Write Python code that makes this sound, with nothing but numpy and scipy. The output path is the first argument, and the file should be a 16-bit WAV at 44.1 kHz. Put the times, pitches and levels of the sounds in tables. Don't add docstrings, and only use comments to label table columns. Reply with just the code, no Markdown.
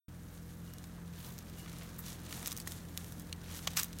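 import sys
import numpy as np
from scipy import signal
from scipy.fft import rfft, irfft, next_fast_len
from scipy.io import wavfile
from scipy.ndimage import map_coordinates

SR = 44100
rng = np.random.default_rng(int(sys.argv[2]) if len(sys.argv) > 2 else 0)


def inscribe(sig):
    pcm = np.round(np.clip(np.atleast_2d(sig).T, -1, 1) * 32767)
    wavfile.write(sys.argv[1], SR, pcm.astype(np.int16))


N = 176400

# t/s, level/dB
SLIDE_LEVEL = [(0, -72), (1.05, -65), (1.5, -60), (2.5, -62), (3.35, -64), (4, -60.5)]
# peak t/s, half length/s, level/dB, treble gain/dB
GRASS_STROKES = [(0.49, 0.27, -67.5, 6.5), (0.853, 0.04, -65.5, 2), (1.183, 0.016, -57, -11),
                 (1.264, 0.069, -56, 1), (1.603, 0.019, -63, 12), (1.774, 0.13, -58, -3),
                 (2.087, 0.041, -52, 2), (2.304, 0.067, -54, -2), (2.373, 0.027, -54, 6),
                 (2.474, 0.041, -50.5, 2), (2.604, 0.013, -54.5, 7), (2.725, 0.05, -58, 6),
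                 (3.066, 0.14, -63, 8), (3.515, 0.046, -52.5, -7), (3.57, 0.04, -52.5, 5),
                 (3.733, 0.09, -53.5, -2.5)]
# f/Hz, relative level/dB
GRASS_SPECTRUM = [(150, -74), (500, 1), (1500, -1.5), (2600, -0.5), (3800, 1.5), (4900, -2), (6300, 0.5),
                  (8200, -3), (10500, -0.5), (13500, -5), (16000, -9)]
# t/s, level/dB, centre f/Hz, t60/s
DRY_SNAPS = [(.737, -45, 9700, 0.0044), (0.784, -49, 6500, 0.006), (0.841, -48.5, 5800, 0.0091),
             (1.3811, -48.5, 6830, 0.0046), (1.388, -43, 7400, 0.0094), (2.3092, -47, 4000, .008),
             (2.3261, -37.5, 4130, 0.012), (2.429, -43.5, 5500, .005), (2.4603, -37, 5800, 0.0061),
             (2.4682, -39, 7150, .005), (2.4746, -29.5, 12700, 0.0013), (2.4799, -38, 5460, 0.004),
             (2.511, -42, 6600, 0.0068), (2.5183, -36, 6350, 0.0077), (2.526, -37.5, 6640, 0.017),
             (2.5667, -40, 7400, 0.0035), (2.575, -37, 8800, 0.01), (2.584, -43, 7500, 0.007),
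             (2.601, -39, 6550, 0.0089), (2.674, -35.5, 7800, 0.027), (2.7202, -41, 5600, 0.011),
             (2.9756, -33, 6340, .003), (3.045, -46.5, 6500, 0.0031), (3.123, -44.5, 9500, 0.0041),
             (3.197, -43.5, 10500, .009), (3.3275, -38.5, 4950, .009), (3.6718, -34, 4070, 0.041),
             (3.6745, -27, 3650, 0.011), (3.7345, -46.5, 7000, 0.011), (3.771, -28, 5340, 0.0087),
             (3.7743, -27, 7300, 0.0066), (3.782, -35, 6400, 0.022), (3.793, -31.5, 7000, 0.029),
             (3.7977, -31.5, 5900, 0.012), (3.8324, -29, 7800, 0.0092), (3.844, -34.5, 12100, 0.0081),
             (3.930, -46, 5660, 0.011), (3.987, -42, 7900, 0.008), (3.9956, -40.5, 5800, 0.0063)]
# t/s, level/dB, rise/s, hold/s, release t60/s, centre f/Hz, width/oct
LEAF_CRUSHES = [(1.153, -57, 0.033, 0.15, .1, 14000, .4), (1.98, -41.5, 0.0054, 0.018, 0.041, 14100, 0.54),
                (3.755, -32.5, 0.013, 0.021, 0.19, 6260, 1.54)]
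# f/Hz, relative level/dB
LEAF_SPECTRUM = [(100, -36), (470, -2.5), (1250, 9), (3000, 0), (4800, -3), (6500, -1), (8500, -4),
                 (10400, -3), (12800, 0.5), (16000, 1)]
# t/s, level/dB
STEM_BUCKLES = [(1.66, -49.5), (1.677, -51.5), (1.735, -54), (1.811, -52), (1.823, -50.5)]
# t/s, level/dB, f/Hz
TWIG_BREAKS = [(2.674, -43.5, 1920), (3.3277, -43.5, 4300)]
# frequency ratio, gain/dB
TWIG_PARTIALS = [(.67, -3), (1, 9), (1.37, -12)]
# peak t/s, half length/s, level/dB
TURF_PRESSES = [(0.984, 0.0084, -60), (1.288, 0.033, -61), (2.393, 0.054, -59), (3.675, 0.0038, -43)]
# t/s, length/s, level/dB
TRILL_NOTES = [(0.657, 0.16, -71.5), (1.564, 0.09, -66.5)]
# f/Hz, relative level/dB
WIND_SPECTRUM = [(22, -49), (45, -21), (90, 3), (175, 2.5), (300, -2), (430, -8.5), (900, -14.5),
                 (1700, -14), (2600, -25), (6000, -32), (16000, -28.5)]
# t/s, level/dB
WIND_LEVEL = [(0.5, -56), (2.4, -52), (4, -54)]
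ENGINE_HARMONICS_DB = [-61, -55.5, -58.5, -53.6, -63.5]
# f/Hz, level/dB
HUM_LINES = [(60, -64.5), (298, -68.5), (479, -70.5)]


def grass(friction_db=3, clumps_per_s=39, clump_db=1.7, crossover_hz=6600):
    t = np.arange(N) / SR
    low_power = high_power = amp(curve(SLIDE_LEVEL)) ** 2
    for peak_s, half_s, db, treble_db in GRASS_STROKES:
        stroke = 1 / np.cosh(np.clip((t - peak_s) / half_s, -20, 20)) ** 2
        low_power = low_power + stroke * amp(db) ** 2
        high_power = high_power + stroke * amp(db + treble_db) ** 2
    contact = amp(friction_db) * rng.standard_normal(N) + flicks()
    rustle = unit_rms(filtered(contact, lambda hz: gain_at(GRASS_SPECTRUM, hz)))
    rustle *= amp(clump_db * wobble(clumps_per_s))
    low = filtered(rustle, lambda hz: 1 / (1 + (hz / crossover_hz) ** 4))
    envelope = np.sqrt(low_power)
    return low * envelope + (rustle - low) * np.sqrt(high_power), envelope


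def flicks(per_s=1500, spread_db=6.5, t60_s=.0013, top_hz=15900, candidates=12000, size=256):
    place, chance, pitch = rng.random((candidates, 3)).T
    db = spread_db * np.clip(rng.standard_normal(candidates), -2, 2)
    on = chance < per_s * N / SR / candidates
    t = np.arange(size) / SR
    rings = amp(db[on, None]) * np.sin(2 * np.pi * top_hz * pitch[on, None] * t) * decay(t, t60_s)
    at = (place[on, None] * N).astype(int) + np.arange(size)
    return unit_rms(np.bincount(at.ravel(), rings.ravel(), N)[:N])


def ticks(envelope, base_per_s=34, gain_db=2.5, spread_db=2, centre_hz=6600, candidates=400):
    out = np.zeros(N)
    push = np.sqrt(envelope / envelope.mean())
    timing, variation = rng.random((candidates, 2)), rng.standard_normal((candidates, 2))
    for (place, chance), (loud, pitch) in zip(timing, variation):
        tick = snap(centre_hz * 2 ** (pitch / 2), t60_s=.014)
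        at = int(place * N)
        if chance < push[at] * base_per_s * N / SR / candidates:
            add(out, at / SR, envelope[at] * amp(gain_db + spread_db * min(loud, 2)) * tick)
    return out


def dry_leaves():
    out, t = np.zeros(N), np.arange(N) / SR
    for start_s, db, hz, t60_s in DRY_SNAPS:
        add(out, start_s, amp(db) * snap(hz, t60_s))
    for start_s, db, rise_s, hold_s, t60_s, hz, width_oct in LEAF_CRUSHES:
        attack = np.clip(t / rise_s, 0, 1) ** 2
        release = decay(np.maximum(t - rise_s - hold_s, 0), t60_s)
        crackle = unit_rms(leaf_filter(crush_grains(), hz, width_oct))
        add(out, start_s, amp(db) * attack * release * crackle)
    return out


def snap(centre_hz, t60_s, brittle_t60_s=.0026, bounce_s=.0015, bounce_db=-12, size=2048):
    force = rng.standard_normal(size) * decay(np.arange(size) / SR, t60_s)
    brittleness = min(1, np.sqrt(brittle_t60_s / t60_s))
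    force[0] = 2 * amp(6) * brittleness
    add(force, bounce_s * (.5 + rng.random()), amp(bounce_db) * force)
    sound = leaf_filter(force, centre_hz, width_oct=.83)
    return sound / np.std(sound[:round(.003 * SR)])


def crush_grains(per_s=5200, spread_db=8.5):
    height = amp(spread_db * np.clip(rng.standard_normal(N), -2, 2))
    polarity = np.sign(rng.standard_normal(N))
    return unit_rms(height * polarity * (rng.random(N) < per_s / SR))


def leaf_filter(x, centre_hz, width_oct, skirt_db=-15, size=1024):
    hz = np.fft.rfftfreq(size, 1 / SR)
    gain = gain_at(LEAF_SPECTRUM, hz) * (bell(hz, centre_hz, width_oct) + amp(skirt_db))
    cepstrum = irfft(np.log(gain))
    cepstrum[1:size // 2] *= 2
    cepstrum[size // 2:] = 0
    impulse_response = irfft(np.exp(rfft(cepstrum)))
    return signal.fftconvolve(x, impulse_response)[:len(x)]


def stems():
    out = np.zeros(N)
    for start_s, db in STEM_BUCKLES:
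        add(out, start_s, amp(db) * snap(centre_hz=2250, t60_s=.018))
    return out


def twigs(t60_s=.013):
    out, t = np.zeros(N), np.arange(SR // 10) / SR
    for start_s, db, hz in TWIG_BREAKS:
        ring = sum(amp(mode_db) * np.sin(2 * np.pi * hz * ratio * t) for ratio, mode_db in TWIG_PARTIALS)
        add(out, start_s, amp(db) * np.sqrt(2) * ring * decay(t, t60_s))
    return out


def turf(centre_hz=710, width_oct=.81):
    t = np.arange(N) / SR
    weight = sum(amp(db) * np.exp(-.5 * ((t - peak_s) / half_s) ** 2)
                 for peak_s, half_s, db in TURF_PRESSES)
    return weight * unit_rms(filtered(rng.standard_normal(N), lambda hz: bell(hz, centre_hz, width_oct)))


def scattered(x, tail_db=-10, t60_s=.028):
    t = np.arange(SR // 8) / SR
    tail = rng.standard_normal(len(t)) * decay(t, t60_s)
    return x + amp(tail_db) * signal.fftconvolve(x, tail / np.linalg.norm(tail))[:N]


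def trill(pitch_hz=2870, waver=.009, flutter_db=2):
    gate = np.zeros(N)
    for start_s, length_s, db in TRILL_NOTES:
        add(gate, start_s, amp(db) * signal.windows.tukey(int(length_s * SR), .25))
    return gate * amp(flutter_db * wobble(120)) * tone(pitch_hz * (1 + waver * wobble(200)))


def wind():
    noise = filtered(rng.standard_normal(N), lambda hz: gain_at(WIND_SPECTRUM, hz))
    return amp(curve(WIND_LEVEL)) * unit_rms(noise)


def engine(mean_hz=42.54, drift=.0064, flutter_db=2):
    firing_hz = mean_hz * (1 + drift * wobble(5.1))
    return sum(amp(db + flutter_db * wobble(12)) * tone(k * firing_hz)
               for k, db in enumerate(ENGINE_HARMONICS_DB, 1))


def hum(flutter_db=1.6):
    return sum(amp(db + flutter_db * wobble(4.29)) * tone(np.full(N, hz)) for hz, db in HUM_LINES)


def amp(db):
    return 10 ** (np.asarray(db) / 20)


def unit_rms(x):
    return x / np.sqrt(np.mean(x ** 2) + 1e-20)


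def decay(t, t60_s):
    return np.exp(-np.log(1000) * t / t60_s)


def gain_at(spectrum, hz):
    knots_hz, db = np.transpose(spectrum)
    return amp(np.interp(np.log(hz + 1), np.log(knots_hz + 1), db))


def bell(hz, centre_hz, width_oct):
    return np.exp(-.5 * (np.log2((hz + 1) / centre_hz) / width_oct) ** 2)


def curve(rows):
    return np.interp(np.arange(N) / SR, *np.transpose(rows))


def wobble(knots_per_s):
    return map_coordinates(rng.standard_normal(1024), [np.arange(N) * knots_per_s / SR], mode="mirror")


def tone(hz):
    return np.sqrt(2) * np.sin(2 * np.pi * (np.cumsum(hz) / SR + rng.random()))


def filtered(x, response):
    size = next_fast_len(N + SR // 2)
    return irfft(rfft(x, size) * response(np.fft.rfftfreq(size, 1 / SR)), size)[:N]


def add(track, start_s, sound):
    part = track[max(round(start_s * SR), 0):][:len(sound)]
    part += sound[:len(part)]


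def scene():
    rustle, envelope = grass()
    background = wind() + engine() + hum() + trill()
    presses = turf()
    crackle = dry_leaves() + stems() + twigs() + ticks(envelope)
    return (rustle + scattered(crackle) + presses + background)[None]


def record(dry, open_s=.083, dip_db=-4, dip_hz=10530, dip_width_oct=.066, top_hz=15900):
    heard = filtered(dry[0], lambda hz: amp(dip_db * bell(hz, dip_hz, dip_width_oct)))
    heard *= np.arange(N) / SR > open_s
    return filtered(heard, lambda hz: hz < top_hz)[None]


dry = scene()
out = record(dry)
inscribe(out)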